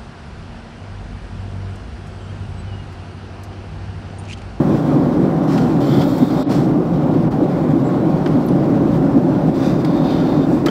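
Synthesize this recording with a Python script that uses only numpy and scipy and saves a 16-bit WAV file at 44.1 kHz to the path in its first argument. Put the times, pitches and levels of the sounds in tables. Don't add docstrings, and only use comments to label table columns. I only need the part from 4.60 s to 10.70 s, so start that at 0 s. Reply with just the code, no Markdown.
import sys
import numpy as np
from scipy import signal
from scipy.fft import rfft, irfft
from scipy.io import wavfile
from scipy.ndimage import uniform_filter1d

SR = 44100
rng = np.random.default_rng(int(sys.argv[2]) if len(sys.argv) > 2 else 0)


def inscribe(sig):
    pcm = np.round(np.clip(np.atleast_2d(sig).T, -1, 1) * 32767)
    wavfile.write(sys.argv[1], SR, pcm.astype(np.int16))


def ratio(d):
    e = np.asarray(d, float) / 20
    return 10 ** e


N = 268993


def evened(x):
    return x / np.sqrt(np.mean(x ** 2) + 1e-20)


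def drifting(shape, span, axis=-1):
    return evened(uniform_filter1d(rng.standard_normal(shape), size=span, axis=axis))


def read(points, hz):
    f, value = np.transpose(points)
    return np.interp(np.log(hz + 1), np.log(f + 1), value)


def add(mix, s, sound):
    part = mix[round(s * SR):][:len(sound)]
    part += sound[:len(part)]


def colour(x, db_of):
    return irfft(rfft(x) * ratio(db_of(np.fft.rfftfreq(len(x), 1 / SR))), len(x))


def resonate(x, hz, width):
    turn = np.exp(2j * np.pi * np.cumsum(hz * np.ones(len(x))) / SR)
    r = np.exp(-np.pi * width / SR)
    once = signal.lfilter([1 - r], [1, -r], x / turn)
    twice = signal.lfilter([1 - r], [1, -r], once)
    return 2 * (turn * twice).real


def roar():
    # t/s, level/dB
    airflow = [(0, 2.5), (.4, 0.5), (.7, 0), (1, 1), (1.5, -0.5), (1.95, .5), (2.25, -1.5), (2.5, -0.5),
               (3.6, 0), (4.4, 0), (5.1, 0.2), (5.7, .5), (6.1, -1.5)]
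    # f/Hz, level/dB
    vent_spectrum = [(1000, 17.5), (2500, -3), (3500, -0.5), (5800, -7.5), (6400, -12), (8000, -13),
                     (9000, -17.5), (12000, -19.5), (15600, -18), (16000, -13.5)]
    hz, frames = np.fft.rfftfreq(2048, 1 / SR), N // 512 + 5

    upper = 1 / (1 + (430 / (hz + 1)) ** 4)
    colours = ratio(cabin_db(hz)) * np.sqrt([1 - upper, upper])
    colours /= np.linalg.norm(colours[0])
    vent = ratio(read(vent_spectrum, hz)) / np.sqrt(1 + (2400 / (hz + 1)) ** 4)
    colours = np.vstack([colours, vent / np.linalg.norm(vent)])

    patches = rng.standard_normal((frames, len(hz))).T
    patches = uniform_filter1d(patches, size=20, axis=0)
    patches = evened(uniform_filter1d(patches, size=8, axis=1))
    a, b = rng.standard_normal((frames, len(hz), 2)).T
    field = (a + 1j * b) * ratio(1.05 * patches) * colours[:, :, None]
    boom, rush, hiss = signal.istft(field, nperseg=2048, noverlap=1536)[1][:, :N]

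    t = np.arange(N) / SR
    swell_db = np.interp(t, *np.transpose(airflow))
    surge_db, sag_db = buffeting(t)
    boom_db = -16.5 + swell_db + surge_db + sag_db
    rush_db = -15.5 + 1.2 * swell_db + 0.8 * sag_db
    hiss_db = -46.5 + 1.8 * swell_db + 0.3 * surge_db + 0.4 * sag_db
    flicker_db = drifting(N, 1500)
    air = ratio(boom_db) * boom + ratio(rush_db) * rush + ratio(hiss_db + flicker_db) * hiss
    return air / np.std(boom)


def cabin_db(hz):
    # f/Hz, level/dB
    wall = [(15, -60.5), (25, -15), (102, -14.5), (144, 0.5), (185, -2), (216, -5.5), (278, -0.5),
            (441, -14.5), (578, -12.5), (674, -18), (757, -17.5), (2500, -46), (3250, -61.5), (5500, -120)]
    # f/Hz, width/Hz, lift/dB
    resonances = [(60, 8.3, -4), (95, 13, 3.5), (150.7, 45, 3.5), (247.5, 77, 2.5), (330, 58, 4),
                  (523, 67, 0.5), (573, 27, 2.5), (754, 55, 3.5), (1100, 180, 3.5), (1426, 55, 5.5)]
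    lift_db = sum(db / (1 + (2 * (hz - f) / width) ** 2) for f, width, db in resonances)
    return read(wall, hz) + lift_db


def buffeting(t):
    # t/s, surge/dB, sag/dB
    gusts = [
        (0.002, 6, -3.5),
        (0.17, 1, -4.5),
        (1.381, 7.5, 2),
        (1.63, 13, -5),
        (4.47, 3, -1),
        (4.569, 10, -2),
        (4.885, 9.5, -4),
    ]
    s, surge_db, sag_db = np.transpose(gusts)[:, :, None]
    surge = surge_db * np.exp(-((t - s) / 0.013) ** 2)
    sag = sag_db * np.exp(-((t - s - 0.045) / 0.051) ** 2)
    return surge.sum(0), sag.sum(0)


def hand():
    # start t/s, length/s, peak level/dB, place of peak (0-1), top of the hiss level/dB
    swipes = [(.87, 0.27, -35.5, 0.22, -18), (1.887, 0.18, -33, 0.17, -17), (4.936, 0.26, -35.5, .5, -22),
              (5.185, .05, -41, 0.3, -28), (5.86, 0.2, -44, 0.4, -11)]
    drags = [(1.2, .25, -33.5, 0.96, -16.5), (1.435, .28, -37.5, .2, -12), (1.7, 0.14, -36.5, 1, -15.5),
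             (5.255, .21, -43.5, .25, -22), (5.439, 0.18, -37.5, 0.4, -24), (5.6, 0.26, -41.5, .25, -21)]
    # t/s, peak level/dB, ring f/Hz, hiss length/s, tilt/dB per octave
    ticks = [(1.413, -28.5, 3460, .014, -4), (3.660, -20, 3040, 0.0077, -10), (3.885, -43, 4670, .009, -2),
             (3.886, -39, 6100, .006, 1), (4.102, -46, 8600, .004, 2), (6.06, -19.5, 3080, 0.0043, -1),
             (6.084, -19.5, 3170, 0.0086, -9.5)]
    # t/s, peak level/dB, hiss length/s, tilt/dB per octave
    cracks = [(0.976, -26.5, .011, -6), (1.58, -37, .01, 2), (2.708, -47, 0.053, -1.5),
              (3.674, -37, .0052, -3), (4.352, -46, .044, 1), (5.247, -28, .0074, -3),
              (6.063, -22, 0.0051, -1.5), (6.066, -19.5, 0.012, -14)]
    # t/s, peak level/dB, f/Hz, length/s
    knocks = [
        (6.056, -4.5, 330, 0.015),
        (6.085, -11, 413, 0.0087),
    ]
    # t/s, length/s, from f/Hz, to f/Hz, level/dB
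    squeaks = [
        (3.226, .09, 7200, 7800, -53),
        (3.855, .022, 13700, 13350, -44),
        (3.876, 0.021, 10680, 10680, -47),
        (3.895, .02, 10680, 10680, -62),
    ]
    out = np.zeros(N)
    for row in swipes:
        add(out, row[0], stroke(*row, ring=0.15, rise_db=10.5, fall_db=12.5))
    for row in drags:
        add(out, row[0], stroke(*row, ring=0.72, rise_db=3, fall_db=4))
    for s, peak_db, hz, length, tilt_db in ticks:
        add(out, s, tick(peak_db, hz, length, 0.28, tilt_db))
    for s, peak_db, length, tilt_db in cracks:
        add(out, s, tick(peak_db, 0, length, 0, tilt_db))
    for s, *rest in knocks:
        add(out, s, knock(*rest))
    for s, length, *rest in squeaks:
        add(out, s, squeak(length, *rest, waver=4 * length ** 2))
    return out


def stroke(start, length, peak_db, place, top_db, ring, rise_db, fall_db):
    # f/Hz, level/dB
    rub_low = [(700, -7), (1500, 6), (3000, -4.5), (5500, -2.5), (7500, -19), (10000, -25)]
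    rub_top = [(5500, -18), (7500, 2), (10000, -7), (12500, -5), (14500, -13), (16000, -12)]
    # f/Hz, width/Hz, level/dB
    first_hold = [(1290, 400, 4), (2230, 170, -3), (3210, 270, -4), (3610, 380, 1), (4370, 120, -10),
                  (4810, 160, -4), (5530, 250, -17)]
    finger_moved = [(1300, 440, 5.5), (2150, 250, -1.5), (3400, 340, -7), (3850, 190, 1), (4390, 200, -6),
                    (4910, 200, -5), (5600, 210, -18), (6500, 400, -13)]
    late_hold = [(2570, 300, -12), (3250, 400, -8), (3780, 340, 0), (4480, 260, -5), (5000, 400, -12),
                 (5550, 600, -10)]
    # f/Hz, width/Hz, level/dB
    air_gap = [(7250, 800, -1), (8100, 500, -8), (9100, 500, -7), (10900, 700, -9), (12200, 1200, 0),
               (13400, 1500, 0), (14400, 1200, -2), (15400, 700, -5)]
    moved_s, regrip_s = 1.43, 3
    casing = first_hold if start < moved_s else finger_moved if start < regrip_s else late_hold
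    sliding_from_s = 1.17 if start < regrip_s else 5.17

    t = np.arange(0, length, 1 / SR)
    press_db = np.interp(t / length, [0, np.clip(place, .01, .99), 1], [-rise_db, 0, -fall_db])
    slid = np.maximum(t + start - sliding_from_s, 0)
    tilt_db = -7.5 + 15 * np.sin(np.pi * np.minimum(slid / 0.7, 1))
    narrowing = 1 + 0.075 * slid

    catches = (rng.random(len(t)) < 90 / SR) * np.minimum(rng.exponential(1, len(t)), 2)
    slips = signal.lfilter([1], [1, -np.exp(-1 / (0.004 * SR))], catches)
    hiss = rng.standard_normal(len(t)) * ratio(1.6 * slips)
    dry_low = evened(colour(hiss, lambda f: read(rub_low, f)))
    dry_top = evened(colour(hiss, lambda f: read(rub_top, f)))
    dry_share, ring_share = np.sqrt(1 - ring), np.sqrt(ring)
    low = dry_share * dry_low + ring_share * rung(hiss, casing, 0.96)
    top = dry_share * dry_top + ring_share * rung(hiss, air_gap, narrowing, tilt_db)

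    touch = np.clip(np.minimum(t, length - t) / 0.0068, 0, 1)
    return touch * ratio(peak_db) * (ratio(press_db) * low + ratio(top_db + 0.97 * press_db) * top)


def rung(x, modes, stretch, tilt_db=0):
    damping_db = 2.2 * drifting((len(x), len(modes)), 3500, axis=0).T
    out = np.zeros(len(x))
    for k, (f, width, db) in enumerate(modes):
        gain = ratio(db + damping_db[k] + tilt_db * np.log2(f / 10000))
        out += (-1) ** k * gain * evened(resonate(x, f * stretch, width))
    return evened(out)


def tick(peak_db, hz, length, ring, tilt_db):
    # f/Hz, level/dB
    crack_spectrum = [(500, -23), (1200, 9.5), (2500, 6.5), (5000, 6), (9000, -5), (16000, -6)]
    t = np.arange(3000) / SR
    rise, fall = np.minimum(t / 0.00052, 1), np.exp(-(t / length) ** 2)
    tail = ratio(-14) * np.exp(-t / 0.046)
    crack = rng.standard_normal(len(t))
    hiss = evened(colour(crack, lambda f: read(crack_spectrum, f) + tilt_db * np.log2((f + 300) / 3000)))
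    dry_part = np.sqrt(1 - ring) * hiss * (fall + tail)
    ringing = np.sqrt(ring) * evened(resonate(crack, hz, 300)) * fall
    return ratio(peak_db - 3) * rise * (dry_part + ringing)


def knock(db, hz, length):
    t = np.arange(2000) / SR
    return -ratio(db) * np.sin(2 * np.pi * hz * t) * np.minimum(t / .002, 1) * np.exp(-(t / length) ** 2)


def squeak(length, from_hz, to_hz, db, waver):
    count = round(length * SR)
    wavering = 1 + waver * drifting(4000, 60)[:count]
    hz = np.linspace(from_hz, to_hz, count) * wavering
    return ratio(db) * np.sqrt(2) * np.sin(2 * np.pi * np.cumsum(hz) / SR) * np.hanning(count)


def hum():
    drift_hz = 0.6 * drifting(N, 20000)
    level_db = -47 + 1.5 * drifting(N, 20000)
    return ratio(level_db) * np.sqrt(2) * np.sin(2 * np.pi * np.cumsum(49.2 + drift_hz) / SR)


def scene():
    return (roar() + hand() + hum())[None]


def covered(sound):
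    # t/s, loss/dB
    finger = [
        (1.829, 0),
        (1.832, 16),
        (1.858, 17),
        (1.866, 8),
        (1.89, 5),
        (1.897, 0),
    ]
    # f/Hz, share
    loss_share = [(300, 0.28), (1000, 0.69), (2500, 0.32), (4000, 0.031), (6500, 0.84), (13000, 1.3)]
    hz, t, z = signal.stft(sound, SR, nperseg=256, noverlap=192)
    loss_db = np.interp(t, *np.transpose(finger)) * read(loss_share, hz)[:, None]
    loss_db = loss_db + 9 * np.exp(-((t - 2.7) / 0.0097) ** 2)
    return signal.istft(z * ratio(-loss_db), SR, nperseg=256, noverlap=192)[1][:, :N]


def band_limit(x):
    return signal.sosfilt(signal.butter(12, 16300, fs=SR, output="sos"), x)


def record(dry):
    heard = covered(dry)
    ceiling = 1.05
    edge = signal.firwin(1023, 15730, window=("kaiser", 9), fs=SR)
    heard = signal.oaconvolve(ceiling * np.tanh(heard / ceiling), edge[None], "same")
    bass_cut = signal.butter(4, 36, "high", fs=SR, output="sos")
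    heard = signal.sosfilt(bass_cut, heard)
    heard *= np.minimum(np.arange(N) / 60, 1)
    return band_limit(heard)


dry = scene()
out = record(dry)
inscribe(out)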